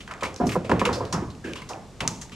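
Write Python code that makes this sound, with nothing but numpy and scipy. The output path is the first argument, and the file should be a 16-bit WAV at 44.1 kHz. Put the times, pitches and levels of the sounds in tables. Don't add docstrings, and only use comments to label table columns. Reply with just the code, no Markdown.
import sys
import numpy as np
from scipy import signal
from scipy.fft import rfft, irfft, next_fast_len
from scipy.io import wavfile

SR = 44100
rng = np.random.default_rng(int(sys.argv[2]) if len(sys.argv) > 2 else 0)


def materialize(psi):
    bounded = np.clip(np.atleast_2d(psi).T, -1, 1)
    quanta = np.round(bounded * 32767).astype(np.int16)
    wavfile.write(sys.argv[1], SR, quanta)


N = 103635


def amp(db):
    return 10 ** (np.asarray(db) / 20)


def unit(x):
    return x / np.sqrt(np.mean(x ** 2) + 1e-20)


def along(points, hz):
    f, v = np.transpose(points)
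    return np.interp(np.log(hz + 1), np.log(f + 1), v)


def filtered(x, response):
    n = x.shape[-1]
    padded = next_fast_len(n + 8192)
    return irfft(rfft(x, padded) * response(np.fft.rfftfreq(padded, 1 / SR)), padded)[..., :n]


def resonance(f, hz, width_hz):
    return 1j * f * width_hz / (hz * hz - f * f + 1j * f * width_hz)


def stereo_noise(count):
    # f/Hz, correlation
    likeness = [(100, 1), (1000, 0.89), (10000, 0.6)]
    angle = lambda f: np.arccos(np.clip(along(likeness, f), -1, 1)) / 2
    white = rng.standard_normal((2, count))
    mid, side = filtered(white, lambda f: np.array([np.cos(angle(f)), np.sin(angle(f))]))
    return np.array([mid + side, mid - side])


def bumps(count, size, depth):
    return np.exp(depth * np.repeat(rng.standard_normal(count // size + 1), size)[:count])


def add(out, x, start_s):
    i = max(round(start_s * SR), 0)
    out[:, i:i + x.shape[1]] += x[:, :N - i]


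def body_thuds(damping=0.11, soft_hz=3100, rise_s=0.0013):
    # t/s, ring level/dB, centre/octaves over 100 Hz, contact t60/s, rumble over ring/dB
    blows = [(0.077, -30, 4.05, 0.072, 6.5), (0.109, -25, 3.65, 0.054, 1), (.224, -17.5, 3.32, 0.074, 0.5),
             (.238, -20.5, 3.16, 0.12, -22), (0.399, -15.5, 0.92, 0.073, -4),
             (0.404, -14.5, 1.7, 0.14, 2.5), (.438, -16.5, 0.64, 0.014, -4.5),
             (0.464, -20.5, 1.06, 0.018, -1.5), (0.554, -9, 1.5, 0.057, -9.5), (0.576, -20, 0.49, 0.01, -9),
             (0.647, -26, 2.28, 0.048, 0.5), (.694, -13, 1.9, 0.079, 1.5), (.716, -7, 4.4, 0.041, -3.5),
             (.726, -18.5, 0.78, 0.093, -3.5), (.815, -9, 5.7, 0.065, -3), (.856, -19, 4.4, 0.13, -2),
             (0.89, -15, 3.4, 0.029, 2), (1.005, -18, 2.7, 0.064, 0), (1.125, -27.5, 3.35, 0.11, 8),
             (1.135, -19.5, 1.13, 0.2, 0), (1.174, -27, 1.05, 0.026, 1), (1.22, -21, 1.46, 0.024, -15),
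             (1.447, -27, 1.7, 0.05, 3.5), (1.474, -26.5, 1.63, 0.04, 1), (1.558, -33, 3.3, 0.28, -10),
             (1.695, -32.5, 2.86, 0.069, 9), (2.008, -28, 2.99, 0.12, 7), (2.012, -33.5, 0.49, 0.12, 10.5)]
    # f/Hz, level/dB
    boards = [(170, 6), (200, 6), (255, 5), (363, 6), (420, 2), (480, 3), (517, 8), (690, -1.5), (785, -3),
              (930, 1), (1020, 4.5), (1330, -6), (1650, -12)]
    # f/Hz, left over right/dB
    balance = [(150, 0.5), (400, -2.5), (1400, -1)]
    out, t = np.zeros((2, N)), np.arange(SR // 2) / SR
    hz, mode_db = np.transpose(boards)
    mode_hz = hz[:, None]
    response = lambda f: resonance(f, mode_hz, damping * mode_hz) / (1 + 1j * f / soft_hz) ** 3
    for start, db, centre, t60, hull_db in blows:
        force = rng.standard_normal(len(t)) * bumps(len(t), size=42, depth=0.53)
        force *= amp(-60 * t / t60) * (1 - np.exp(-t / rise_s))
        force[20] += 3 * np.linalg.norm(force[:100])
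        spread = max(0.61 + 0.24 * (db + 20), 0.3)
        reach = np.exp(-0.5 * ((np.log2(hz / 100) - centre) / spread) ** 2)
        gains = amp(mode_db + rng.normal(0, 3, len(hz))) * reach * (-1.) ** np.arange(len(hz))
        modes = filtered(force[:SR // 4], response)
        ring = (gains * np.sqrt(hz) / np.linalg.norm(modes, axis=1)) @ modes
        ring = np.pad(ring / np.abs(ring).max(), (0, len(t) - len(ring)))
        rumble = hull_rumble(t, mode_hz, gains, 4.3 * damping, soft_hz)
        add(out, amp(db) * (ring + amp(hull_db) * np.linalg.norm(ring) * rumble), start)
    return filtered(out, lambda f: amp(np.outer([0.5, -0.5], along(balance, f))))


def hull_rumble(t, mode_hz, gains, width, soft_hz, tilt_db_per_octave=-2.5, swell_s=0.0075):
    # f/Hz, t60/s
    decay = [(150, 0.99), (600, 0.52), (2000, 0.44)]
    f, frame_s, spectrum = signal.stft(stereo_noise(len(t)), SR, nperseg=512)
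    mode_power = np.abs(resonance(f, mode_hz, width * mode_hz)) ** 2
    colour = np.sqrt(gains ** 2 @ mode_power) / (1 + (f / soft_hz) ** 2)
    colour *= amp(tilt_db_per_octave * np.log2(f + 100))
    spectrum *= colour[:, None] * amp(-60 * frame_s / along(decay, f)[:, None])
    rumble = signal.istft(spectrum, SR, nperseg=512)[1][:, :len(t)] * (1 - np.exp(-t / swell_s))
    return rumble / np.linalg.norm(rumble[0])


def loose_planks(width=0.11, rise_s=0.0035):
    # t/s, level/dB, f/Hz, t60/s
    notes = [(0.404, -18.5, 705, 0.19), (0.418, -16, 252, 0.22), (0.864, -19, 491, 0.21),
             (0.966, -17, 512, 0.094), (1.438, -37, 1630, 0.41), (1.7, -37.5, 777, 0.35),
             (2.03, -37, 913, 0.68)]
    out, t = np.zeros((2, N)), np.arange(SR // 2) / SR
    for start, db, hz, t60 in notes:
        hum = unit(filtered(stereo_noise(len(t)), lambda f: resonance(f, hz, width * hz) ** 2))
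        add(out, amp(db - 60 * t / t60) * (1 - np.exp(-t / rise_s)) * hum, start)
    return out


def wet_slaps(width=0.28, ring_db=8, crest_db=12, spray_db=-14.5, spray_t60=0.46):
    # t/s, rough peak level/dB, f/Hz, t60/s
    slaps = [(0.0044, -33.5, 2920, 0.13), (0.076, -33.5, 2700, 0.043), (0.111, -30, 2170, 0.062),
             (0.2085, -31, 2580, 0.12), (0.2324, -19, 2130, 0.086), (0.2491, -24, 2400, 0.13),
             (0.3619, -24.5, 5400, 0.009), (0.4682, -24, 5700, 0.046), (0.4909, -24.5, 2440, 0.13),
             (0.5185, -23, 2100, 0.12), (0.6446, -34.5, 2470, 0.22), (0.6942, -25, 2520, 0.063),
             (0.7147, -21.5, 2400, 0.039), (0.794, -20.5, 2420, 0.1), (0.8515, -14, 2580, 0.087),
             (0.9273, -25, 4800, 0.24), (1.052, -27.5, 4350, 0.012), (1.1252, -19.5, 5650, 0.1),
             (1.3019, -39, 3960, 0.075), (1.44, -35, 2510, 0.72), (1.5545, -30, 2820, 0.22),
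             (1.6182, -29, 2140, 0.035), (1.6893, -30.5, 5640, 0.16), (2.0056, -16, 2540, 0.05),
             (2.0767, -14.5, 6300, 0.031), (2.2129, -29.5, 6700, 0.13), (2.3181, -35, 2700, 0.27)]
    # f/Hz, level/dB
    spray = [(710, -20), (1200, 2), (1390, -5.5), (3290, -8.5), (7350, -12), (12200, -26), (15100, -43)]
    out, t = np.zeros((2, N)), np.arange(SR // 3) / SR
    for start, db, hz, t60 in slaps:
        shape = amp(-60 * t / t60) + amp(spray_db - 60 * t / spray_t60)
        shape *= 1 - np.exp(-t / (0.0052 * t60))
        grains = stereo_noise(len(t)) * bumps(len(t), size=20, depth=0.04)
        tilt = 0.34 * np.log2(hz / 3000)
        hiss = filtered(grains, lambda f: amp(along(spray, f)) * (1 + f / 3000) ** tilt * (f > 700))
        burst = unit(hiss) * shape / shape.max()
        slap = filtered(burst, lambda f: 1 + amp(ring_db) * resonance(f, hz, width * hz))
        add(out, amp(db - crest_db) * slap, start)
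    return out


def dry_clicks(width=0.42, broad_db=-12, fizz_db=-10, fizz_t60=0.0072, dull_hz=9000):
    # t/s, peak level/dB, f/Hz
    clicks = [(0.1382, -26.5, 2100), (0.343, -29, 5900), (1.3511, -38, 2500), (1.535, -21, 2500),
              (1.7341, -29, 2630), (2.005, -19.5, 2500), (2.077, -5, 6250), (2.2965, -34, 2220)]
    out, t = np.zeros((2, N)), np.arange(SR // 20) / SR
    broad = lambda f: amp(broad_db) * resonance(f, 3330, 6200) ** 2
    for start, db, hz in clicks:
        kick = (t == 0) + amp(fizz_db - 60 * t / fizz_t60) * stereo_noise(len(t))
        band = lambda f: (resonance(f, hz, width * hz) ** 2 + broad(f)) / (1 + (f / dull_hz) ** 6)
        click = filtered(kick, band)
        add(out, amp(db) * click / np.abs(click).max(), start)
    return out


def flank_scrape(edge_s=0.0045, hz=6500):
    # start t/s, end t/s, level/dB
    slides = [(0.455, 0.567, -46.5)]
    t = np.arange(N) / SR
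    shape = sum(amp(db) * np.clip(np.minimum(t - start, end - t) / edge_s, 0, 1)
                for start, end, db in slides)
    grains = stereo_noise(N) * bumps(N, size=60, depth=0.56)
    return shape * unit(filtered(grains, lambda f: resonance(f, hz, hz) ** 2))


def hull_boom(knocks, gain_db=-11.5, t60=0.84, swell_s=0.0087):
    t = np.arange(SR) / SR
    store = amp(-60 * t / t60) ** 2 * (1 - np.exp(-t / swell_s))
    energy = np.abs(signal.fftconvolve(knocks[0] ** 2, store / store.sum())[:N])
    bass = filtered(rng.standard_normal(N), lambda f: resonance(f, hz=97.5, width_hz=78) ** 2)
    return amp(gain_db) * np.sqrt(energy) * unit(bass)


def air_and_water(hiss_db=-46.5, wind_db=-53):
    # f/Hz, relative level/dB
    ambience = [(35, -13), (60, 2), (166, 5), (1720, -18.5), (7550, -22.5), (12300, -37.5), (15100, -56)]
    hiss = filtered(stereo_noise(N), lambda f: amp(along(ambience, f)) * (f > 50))
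    gusts = rng.standard_normal((2, N)) + 1.2 * rng.standard_normal(N)
    wind = filtered(gusts, lambda f: resonance(f, hz=44, width_hz=42) ** 2)
    return amp(hiss_db) * unit(hiss) + amp(wind_db) * unit(wind)


def scene():
    # f/Hz, left minus right/rad
    phase = [(500, 0), (3200, -1), (5200, 0)]
    knocks = body_thuds() + loose_planks()
    fish = knocks + wet_slaps() + flank_scrape() + dry_clicks()
    fish = filtered(fish, lambda f: np.exp(1j * np.outer([0.5, -0.5], along(phase, f))))
    return fish + hull_boom(knocks) + air_and_water()


def record(dry, top_hz=15270):
    return filtered(dry, lambda f: f < top_hz)


dry = scene()
out = record(dry)
materialize(out)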